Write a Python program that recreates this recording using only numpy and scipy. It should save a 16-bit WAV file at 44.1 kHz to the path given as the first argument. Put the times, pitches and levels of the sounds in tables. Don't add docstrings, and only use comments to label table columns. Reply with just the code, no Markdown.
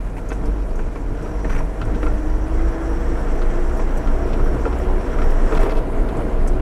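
import sys
import numpy as np
from scipy import signal
from scipy.io import wavfile

SR = 44100
rng = np.random.default_rng(int(sys.argv[2]) if len(sys.argv) > 2 else 0)


def output_pcm(signal):
    pcm = np.clip(np.atleast_2d(signal).T, -1, 1) * 32767
    wavfile.write(sys.argv[1], SR, np.round(pcm).astype(np.int16))


N = 291501
TIME = np.arange(N) / SR

# (time [s], mesh rate [Hz])
MESH_RATE = [(0, 260), (0.2, 265), (0.47, 296.7), (0.8, 276.9), (1.12, 285.8), (1.3, 309.3), (1.6, 281.3),
             (1.88, 307.2), (2.36, 307.1), (2.62, 329.4), (2.85, 327), (3.08, 334.3), (3.35, 339),
             (3.65, 348.7), (4.75, 365.4), (5.6, 401.5), (5.95, 380.4), (6.2, 393.3), (6.5, 364)]
CRUISE_MESH_HZ, TEETH_PER_FIRING = 340, 6.17
CYLINDER_DB = [-1.1, -5.5, -3, -1]
# (frequency [Hz], relative level [dB])
RUMBLE_SPECTRUM = [(55, 7), (75, 8), (105, 4.5), (160, 2), (220, 1.5), (300, -25)]
# (frequency [Hz], relative level [dB])
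ROAR_SPECTRUM = [(170, -12.5), (250, -7), (330, -1), (430, -5), (600, -7), (800, -18), (1100, -19.5),
                 (2000, -54)]
# (frequency [Hz], relative level [dB])
CLATTER_SPECTRUM = [(600, 4), (900, 1.5), (1400, -1.5), (2000, -8.5), (2700, -14), (3500, -25), (4500, -57),
                    (7000, -44), (11000, -23.5), (15500, -49)]
# (time [s], level [dB])
DRONE_LEVEL = [(0, -22), (0.07, -27), (0.13, -41), (0.25, -44), (0.3, -26), (0.48, -20.5), (0.62, -22.5),
               (0.72, -34), (0.88, -20.5), (0.97, -34), (1.1, -24), (1.25, -31), (1.38, -19.5),
               (1.53, -25.5), (1.62, -29), (1.8, -27), (2.05, -20), (2.21, -24.5), (2.35, -21),
               (2.48, -23.5), (2.62, -17.5), (2.76, -31), (2.87, -21), (3.05, -23.5), (3.2, -27.5),
               (3.55, -38), (3.7, -23.5), (3.92, -30.5), (4.1, -24.5), (4.3, -24.5), (4.8, -23.5),
               (5.05, -31.5), (5.28, -26), (5.5, -33.5), (6.61, -27)]
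# (time [s], level [dB])
WHINE_LEVEL = [(0, -43), (0.3, -41), (0.45, -28.5), (0.75, -46), (0.95, -37), (1.06, -39), (1.28, -34),
               (1.68, -44), (1.86, -28.5), (2.25, -31.5), (2.42, -30), (2.62, -28), (2.85, -26.5),
               (3.03, -33), (3.12, -35.5), (3.45, -30), (3.62, -29.5), (3.95, -37.5), (4.9, -30),
               (5.4, -41.5), (5.6, -30.5), (5.9, -36), (6.2, -38.5), (6.61, -29)]
# (mesh rate [Hz], phase jitter [rad], level waver [dB])
BACKLASH = [(331, .13, 1.2), (339, 1.15, 2.8)]
# (time [s], level [dB])
AIRFLOW = [(0, -65), (0.55, -63), (1.05, -67.5), (1.22, -59.5), (1.55, -59), (1.72, -61), (2.15, -55),
           (2.4, -59), (2.7, -54.5), (3.15, -53.5), (3.9, -54.5), (4.4, -57), (4.95, -55.5), (5.22, -54),
           (5.65, -51), (5.85, -79), (6.61, -70)]
# (pitch [Hz], width [Hz], gain [dB])
DUCT_MODES = [(477, 17, 44.5), (1066, 530, 27.5), (1670, 436, 24.5), (3280, 100, 10), (4370, 2500, -3),
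              (5740, 1200, 4.5), (7530, 1700, 2.5), (7740, 470, 1)]
# (frequency [Hz], relative level [dB])
HISS_SPECTRUM = [(3000, -18), (4500, -1.5), (6000, 2.5), (7700, -1), (10000, -3), (11200, -4), (12500, -14),
                 (15500, -15)]
# (time [s], level [dB], pitch [Hz])
WHISTLE = [(0, -83, 5700), (0.55, -65, 5700), (1.11, -73, 5680), (1.17, -63.5, 5740), (1.45, -58, 5720),
           (1.52, -54, 5950), (1.59, -58, 5700), (1.64, -68, 5750), (1.9, -64, 5700), (2.15, -59, 5740),
           (2.42, -59, 5700), (2.6, -67, 5680), (2.66, -57, 5650), (2.77, -62, 5650), (2.95, -55, 5694),
           (3.04, -62, 5700), (3.15, -60, 5620), (3.4, -63, 5710), (3.7, -61, 5714), (4.15, -61, 5674),
           (4.4, -61, 5638), (4.9, -63, 5550), (5.22, -58, 5530), (5.62, -60, 5550), (5.85, -82, 5570)]
# (time at the deepest [s], length [s], rocking [dB], rumble lift [dB])
RUTS = [(0.46, 0.12, -18.5, 5.5), (0.797, 0.28, -19, 2.5), (1.108, 0.087, -22, 2.5),
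        (1.562, 0.28, -15, 3.5), (1.9, 0.24, -19.5, 4.5), (2.1, 0.17, -11.5, 3.5), (2.31, 0.19, -14.5, 1.5),
        (2.627, 0.31, -16, 0.5), (3.2, 0.74, -18, 1.5), (3.515, 0.53, -13.5, -0.5), (3.859, 0.39, -13.5, 1),
        (4.104, 0.17, -11.5, 1), (4.373, 0.4, -13.5, 3.5), (4.565, 0.13, -26, 4.5),
        (4.93, 0.17, -12.5, 1.5), (5.255, 0.27, -10.5, 1), (5.418, 0.2, -11.5, -1), (5.602, 0.23, -11.5, 6),
        (5.753, 0.18, -13.5, 0), (5.993, 0.17, -15.5, 4.5), (6.2, 0.27, -20.5, 3.5),
        (6.463, 0.31, -13.5, 1.5)]
# (time [s], level [dB], low body offset [dB], sharp edge offset [dB], ring [Hz])
KNOCKS = [(0.303, -28.5, -18, -8, 2580), (0.316, -24.5, 4.5, -15, 1570), (0.791, -28.5, 6, -22, 1540),
          (0.957, -26, 4.5, -22, 1085), (1.2595, -31.5, -1, -30, 1300), (1.4454, -26, 2, -16, 1800),
          (1.5, -26, -11, -12, 1557), (1.514, -30, -2, -18, 1560), (1.526, -28, -11, -18, 1786),
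          (1.5452, -30, -6, -20, 2100), (1.563, -27, -3, -22, 1550), (1.577, -30, -4, -20, 1800),
          (1.604, -27, -19, -40, 975), (1.8141, -24, -1, -7.5, 1400), (1.9453, -35, -4, -2, 1550),
          (2.0281, -22, 6, -15, 1350), (2.0641, -21, -2, -25, 1390), (3.417, -28, -10, -4.5, 1341),
          (3.7938, -24.5, 3, -30, 985.4), (4.072, -27.5, 1, -9, 1351), (4.331, -35, -2, 4, 2455),
          (4.397, -29, 1, -25, 1300), (4.6525, -22, 7.5, -24, 1350), (4.7265, -28, -19, -11, 1350),
          (5.186, -22.5, -8, -24, 1343), (5.217, -22.5, 1, -11, 1333), (5.5212, -19.5, 4.5, -21, 1335),
          (5.549, -27.5, -9, -2, 1000), (5.574, -21.5, -6, -11, 1400), (5.614, -24, 1, -15, 1900),
          (5.630, -25.5, 2, -10, 1000), (5.654, -31, -2, -15, 1085), (5.694, -26.5, 5, -9, 2098),
          (5.7078, -31, 8, -8, 2630), (5.751, -35, -3, -5, 2650), (5.768, -33, 3, -2, 2630),
          (5.778, -36, 5, -4, 2630), (6.086, -34, -5, -1, 2630)]
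# (pitch [Hz], gain [dB], time to fade by 60 dB [s])
PANEL_MODES = [(962, 1, 0.033), (1076, -3.5, 0.055), (1272, 1.5, 0.036), (1375, -7, 0.11),
               (1532, -4, 0.047), (1810, -4.5, 0.043), (2076, -8.5, .05), (2360, -9.5, 0.043),
               (2590, -13, 0.11), (3320, -20, 0.055), (4650, -28, 0.049)]
# (pitch [Hz], gain [dB], time to fade by 60 dB [s])
HOLLOW_MODES = [(300, -11, 0.13), (461.5, -2, 0.076), (640, -16.5, 0.068)]
# (time [s], level [dB])
THUDS = [(0.3165, -18.5), (1.451, -18), (1.608, -27), (4.658, -16), (4.673, -19), (5.533, -15),
         (5.658, -11.5), (5.72, -12.5), (6.19, -18)]
# (time at the loudest [s], length [s], level [dB], pitch [Hz])
BOOMS = [(1.576, 0.44, -34, 163), (1.856, 0.15, -27, 110.9)]
# (start [s], length [s], body level [dB], bright edge level [dB])
CHATTER = [(0.156, 0.048, -39, -67), (1.481, 0.13, -34, -63), (5.527, 0.277, -43, -53.5)]
# (frequency [Hz], relative level [dB])
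CHATTER_BODY_SPECTRUM = [(700, 15), (1100, 5), (1700, 7), (2400, 3), (3500, -37), (6000, -12), (12000, -22)]
# (frequency [Hz], relative level [dB])
CHATTER_EDGE_SPECTRUM = [(3500, -16), (6000, 5), (8000, -5), (11000, 9), (15500, -12)]
# (time [s], level [dB], pitch [Hz])
CLINKS = [(0.288, -40.5, 6560), (0.326, -43, 6160), (0.4559, -45.5, 5700), (0.7553, -45.5, 6340),
          (1.2236, -47, 5725), (1.85, -52, 8600), (2.48, -55, 9300), (3.77, -50, 5650), (3.971, -46, 7930),
          (4.7848, -51, 7500), (5.3046, -45, 5600), (5.606, -49, 10300), (6.169, -46, 7740),
          (6.4726, -36.5, 5900), (6.479, -40, 7800)]
# (time [s], level [dB], pitch [Hz])
SNAPS = [(3.7705, -48, 10500), (3.9705, -46, 10500), (4.4427, -49, 11000), (4.7864, -51, 12500),
         (5.2425, -51, 12500), (5.304, -48, 10500), (5.5505, -47, 7000), (5.569, -39.5, 4200),
         (5.629, -42, 9500), (5.6935, -42, 4560), (5.7074, -39.5, 3700), (5.7505, -49, 4500),
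         (5.7677, -47, 4400), (5.7765, -52, 10500)]
# (pitch [Hz], width [Hz], gain [dB])
TRIM_MODES = [(642, 33, -26), (2390, 160, -42), (2800, 270, -57), (3260, 59, -59), (3770, 30, -49)]
# (pitch [Hz], width [Hz], boost or cut [dB])
CAB_MODES = [(104.4, 10.6, 3.5), (158, 8.3, 3.5), (221, 10, 6.5), (283.5, 24.6, 5), (383, 26, -4),
             (444.6, 35, 3.5), (554, 44, -3.5), (642, 47, 5.5), (790, 14, 0.5), (970, 17, 5.5),
             (1375, 29, 5), (2980, 270, -2.5)]


def engine(firings, mesh_hz, lift_db, air_db):
    load_db = air_db + 58
    rumble_db = speed_level(mesh_hz, cruise_db=-33.5, db_per_octave=3.3) + lift_db
    roar_db = speed_level(mesh_hz, cruise_db=-30.5, db_per_octave=16.1) + .48 * lift_db
    clatter_db = speed_level(mesh_hz, cruise_db=-38.5, db_per_octave=16.2) + .28 * lift_db
    clatter_db += .096 * load_db
    throb = firing_pulses(firings, depth=.4, decay=.15, scatter_db=2)
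    knock = firing_pulses(firings, depth=.35, decay=.08, scatter_db=2.5)
    rumble = from_db(rumble_db) * rms_one(cab(throb * shaped_noise(RUMBLE_SPECTRUM, flicker_db=0)))
    roar = from_db(roar_db) * rms_one(cab(throb * shaped_noise(ROAR_SPECTRUM, flicker_db=.6)))
    clatter = from_db(clatter_db) * rms_one(cab(knock * shaped_noise(CLATTER_SPECTRUM, flicker_db=1.5)))
    return rumble + roar + clatter


def firing_pulses(firings, depth, decay, scatter_db):
    index, stroke = firings.astype(int), firings % 1
    strength = cylinder_strength(index, scatter_db * rng.standard_normal(1000)[index])
    swell = stroke / decay * np.exp(1 - stroke / decay)
    return rms_one(1 + depth * strength * swell)


def cylinder_strength(index, extra_db):
    return from_db(np.array(CYLINDER_DB)[index % len(CYLINDER_DB)] + extra_db)


def chug(firings, mesh_hz):
    cycles = firings + .07 * drift(3)
    index = np.floor(cycles).astype(int)
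    kicks = np.diff(index, prepend=index[0]) * cylinder_strength(index, 2 * rng.standard_normal(N))
    thumps = rms_one(band(kicks, 72, 140))
    thump_db = speed_level(mesh_hz, cruise_db=-43.5, db_per_octave=15)
    count = len(CYLINDER_DB)
    limp_db = .6 * np.interp(cycles, np.arange(count), CYLINDER_DB - np.mean(CYLINDER_DB), period=count)
    drone_db, = curves(DRONE_LEVEL)
    waver_db = 2 * drift(8.4)
    tone = np.sin(2 * np.pi * cycles) + from_db(-24) * np.sin(4 * np.pi * cycles)
    drone = from_db(drone_db + limp_db + waver_db) * np.sqrt(2) * tone
    return drone + from_db(thump_db) * thumps


def gear_whine(mesh_hz):
    speeds, jitters, wavers = np.transpose(BACKLASH)
    whine_db, = curves(WHINE_LEVEL)
    phase = phase_of(mesh_hz) + np.interp(mesh_hz, speeds, jitters) * drift(16)
    waver_db = np.interp(mesh_hz, speeds, wavers) * drift(12)
    return from_db(whine_db + waver_db) * (np.sin(phase) + from_db(-16.5) * np.sin(2 * phase))


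def intake(firings, mesh_hz, lift_db, air_db):
    hiss_db = speed_level(mesh_hz, cruise_db=-60, db_per_octave=1.1) + .32 * lift_db
    gulps = firing_pulses(firings, depth=.12, decay=.15, scatter_db=2)
    flutter_db, duct = 2.3 * drift(14), 0
    for hz, width, db in DUCT_MODES:
        flutter_share = min(hz / 5000, 1)
        rush = band(rng.standard_normal(N), hz - width / 2, hz + width / 2)
        duct += from_db(db + flutter_share * flutter_db) * rush
    hiss = from_db(hiss_db) * shaped_noise(HISS_SPECTRUM, flicker_db=2.5)
    return gulps * (from_db(air_db) * duct + hiss + whistle())


def whistle():
    width_hz, wander_hz, flutter_db = 300, 85, 3
    level_db, centre_hz = curves(WHISTLE)
    phase = phase_of(centre_hz + wander_hz * drift(24))
    low_pass = signal.butter(2, width_hz / 2, fs=SR, output="sos")
    slow_a, slow_b = signal.sosfilt(low_pass, rng.standard_normal((2, N)))
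    breath = rms_one(slow_a * np.cos(phase) + slow_b * np.sin(phase))
    return from_db(level_db + flutter_db * drift(28)) * breath


def ruts():
    power, lift_db = 0, 0
    for time, length, rocking_db, rumble_db in RUTS:
        swell = hump(time, length)
        power += (from_db(rocking_db) * swell) ** 2
        lift_db += rumble_db * swell
    return np.sqrt(power), lift_db


def cab_shake(mesh_hz, rut_rocking):
    rocking_db = speed_level(mesh_hz, cruise_db=-26.5, db_per_octave=11)
    shudder_db = speed_level(mesh_hz, cruise_db=-28, db_per_octave=15)
    sway = np.hypot(from_db(rocking_db), rut_rocking)
    rocking = np.sqrt(2) * np.sin(phase_of(hz=25.3 + 1.3 * drift(4)))
    jolts = rms_one(band(band(rng.standard_normal(N), 18.9, 28), 8.8, 41))
    shudder = rms_one(band(band(rng.standard_normal(N), 34.3, 44.9), 30.6, 58))
    return sway * (.89 * rocking + .29 * jolts) + from_db(shudder_db) * shudder


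def knocks():
    times, level_db, body_db, edge_db, ring_hz = np.transpose(KNOCKS)
    ringing = panel_ring(times, level_db + .5, ring_hz)
    hollow = sum(ring(slaps(times, level_db + body_db + db), hz, t60) for hz, db, t60 in HOLLOW_MODES)
    crack = band_at_level(bursts(times, level_db - 17, t60=.073), 1700, 2480)
    body = cab(band_at_level(bursts(times, level_db + body_db - 6.5, t60=.12, rise_s=.0033), 270, 502))
    edge = band_at_level(bursts(times, level_db + edge_db - 6.5, t60=.09), 1200, 3560)
    return ringing + hollow + crack + body + edge


def panel_ring(times, levels_db, ring_hz):
    off_pitch_db, reach_octaves = -10, .13
    out = 0
    for hz, db, t60 in PANEL_MODES:
        away = 1 - np.exp(-(np.log2(hz / ring_hz) / reach_octaves) ** 2)
        out += ring(slaps(times, levels_db + db + off_pitch_db * away), hz, t60)
    return out


def thuds():
    times, level_db = np.transpose(THUDS)
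    blows = bursts(times, level_db - 9, t60=.075, rise_s=.0015)
    return cab(band_at_level(blows, 240, 840))


def booms():
    wobble = .4 * drift(6)
    return sum(from_db(db) * hump(time, length) * np.sin(2 * np.pi * hz * TIME + wobble)
               for time, length, db, hz in BOOMS)


def chatter():
    taps_per_s, tap_t60, ramp_s, settle_db = 130, .03, .015, -5.5
    taps = (rng.random(N) < taps_per_s / SR) * rng.uniform(.5, 1, N)
    flares = rms_one(signal.lfilter([1], [1, -fade(1 / SR, tap_t60)], taps + 1e-18))
    contacts = rms_one(np.sqrt(.2 + flares))
    body = shaped_noise(CHATTER_BODY_SPECTRUM, flicker_db=2)
    edge = shaped_noise(CHATTER_EDGE_SPECTRUM, flicker_db=1)
    out = 0
    for start, length, body_db, edge_db in CHATTER:
        age = TIME - start
        gate = np.clip(np.minimum(age, length - age) / ramp_s, 0, 1)
        settling = from_db(settle_db * np.clip(age / length, 0, 1))
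        out += gate * contacts * settling * (from_db(body_db) * body + from_db(edge_db) * edge)
    return out


def clinks():
    out, age = np.zeros(N + SR), TIME[:SR // 8]
    envelope = flare(age, t60=.068, rise_s=.00048)
    for time, db, hz in CLINKS:
        contact = from_db(db - 2.5) * envelope * rng.standard_normal(len(age))
        jingle = band_at_level(contact, hz - 300, hz + 600)
        tick = band_at_level(band(contact, 6100, .45 * SR), 4900, 9700)
        start = int(time * SR)
        out[start:start + len(age)] += jingle + tick
    return out[:N]


def snaps():
    bounce_s, bounce_db, band_ratio = .011, -6, 1.3
    out = 0
    for time, db, hz in SNAPS:
        hits = bursts([time, time + bounce_s], [db, db + bounce_db], t60=.041, rise_s=.0012)
        out += band_at_level(hits, hz / band_ratio, hz * band_ratio)
    return out


def ticks(per_second=3.8):
    when, chance = rng.random((int(per_second * N / SR), 2)).T
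    levels_db = -60 - np.log(.02 + chance)
    return band_at_level(bursts(when * TIME[-1], levels_db, t60=.031), 5500, 14000)


def trim_buzz():
    buzz = rng.standard_normal(N) * from_db(2.5 * drift(25))
    return sum(from_db(db) * resonance(buzz, hz, width) for hz, width, db in TRIM_MODES)


def cab(x):
    for hz, width, boost_db in CAB_MODES:
        x = x + (from_db(boost_db) - 1) * resonance(x, hz, width)
    return x


def speed_level(mesh_hz, cruise_db, db_per_octave):
    return cruise_db + db_per_octave * np.log2(mesh_hz / CRUISE_MESH_HZ)


def from_db(db):
    return 10 ** (np.asarray(db) / 20)


def rms_one(x):
    return x / np.sqrt(np.mean(x ** 2) + 1e-20)


def curves(rows):
    times, *columns = np.transpose(rows)
    return [np.interp(TIME, times, column) for column in columns]


def phase_of(hz):
    return 2 * np.pi * np.cumsum(hz) / SR


def drift(rate_hz):
    step, warm_up = 40, 2000
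    pole = np.exp(-2 * np.pi * step * rate_hz / SR)
    noise = rng.standard_normal(N // step + warm_up + 2)
    slow = signal.lfilter([1], [1, -2 * pole, pole * pole], noise)[warm_up:]
    return np.interp(np.arange(N) / step, np.arange(len(slow)), rms_one(slow))


def hump(middle_s, length_s):
    return np.cos(np.pi * np.clip((TIME - middle_s) / length_s, -.5, .5))


def fade(age, t60):
    return np.exp(-np.log(1000) * age / t60)


def flare(age, t60, rise_s):
    return (1 - np.exp(-age / rise_s)) * fade(age, t60)


def bursts(times, levels_db, t60, rise_s=.0005):
    envelope = np.zeros(N)
    for time, db in zip(times, levels_db):
        start = int(time * SR)
        age = TIME[:min(N - start, SR // 2)]
        envelope[start:start + len(age)] += from_db(db) * flare(age, t60, rise_s)
    return envelope * rng.standard_normal(N)


def slaps(times, levels_db):
    delay, chance = rng.random((len(times), 2)).T
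    out = np.zeros(N)
    out[((times + .003 * delay) * SR).astype(int)] = from_db(levels_db + 4 * (chance - .5))
    return out


def shaped_noise(spectrum, flicker_db):
    hz, db = np.transpose(spectrum)
    edges = np.geomspace(hz[0], hz[-1], 2 + int(2 * np.log2(hz[-1] / hz[0])))
    white, out = rng.standard_normal((2, N)), 0
    for k, (low, high) in enumerate(zip(edges, edges[1:])):
        level_db = np.interp(np.log(low * high) / 2, np.log(hz), db)
        out += band(white[k % 2], low, high) * from_db(level_db + flicker_db * drift(11.5))
    return rms_one(out)


def band(x, low_hz, high_hz):
    return signal.sosfilt(signal.butter(2, [low_hz, high_hz], "band", fs=SR, output="sos"), x + 1e-18)


def band_at_level(x, low_hz, high_hz):
    return band(x, low_hz, high_hz) * np.sqrt(SR / 2 / (high_hz - low_hz))


def resonance(x, hz, width_hz):
    pole = np.exp(-np.pi * width_hz / SR)
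    feedback = [1, -2 * pole * np.cos(2 * np.pi * hz / SR), pole * pole]
    return signal.lfilter(np.array([1, 0, -1]) * (1 - pole * pole) / 2, feedback, x + 1e-18)


def ring(clicks, hz, t60):
    pole, angle = fade(1 / SR, t60), 2 * np.pi * hz / SR
    return signal.lfilter([0, np.sin(angle)], [1, -2 * pole * np.cos(angle), pole * pole], clicks + 1e-18)


def scene():
    mesh_hz, = curves(MESH_RATE)
    air_db, = curves(AIRFLOW)
    firings = np.cumsum(mesh_hz / TEETH_PER_FIRING) / SR
    rocking, lift_db = ruts()
    drive = engine(firings, mesh_hz, lift_db, air_db) + chug(firings, mesh_hz)
    drive += gear_whine(mesh_hz) + intake(firings, mesh_hz, lift_db, air_db)
    sway = cab_shake(mesh_hz, rocking)
    rattles = trim_buzz() + knocks() + thuds() + booms() + clinks() + chatter() + ticks() + snaps()
    dip = from_db(-17 * hump(middle_s=5.5875, length_s=.011) ** 2)
    return (sway + dip * (drive + rattles))[None]


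def record(dry):
    cutoff_hz, ease_s = 15800, .004
    ends = np.minimum(np.minimum(TIME, TIME[-1] - TIME) / ease_s, 1)
    return ends * signal.sosfilt(signal.ellip(10, .1, 80, cutoff_hz, fs=SR, output="sos"), dry)


dry = scene()
out = record(dry)
output_pcm(out)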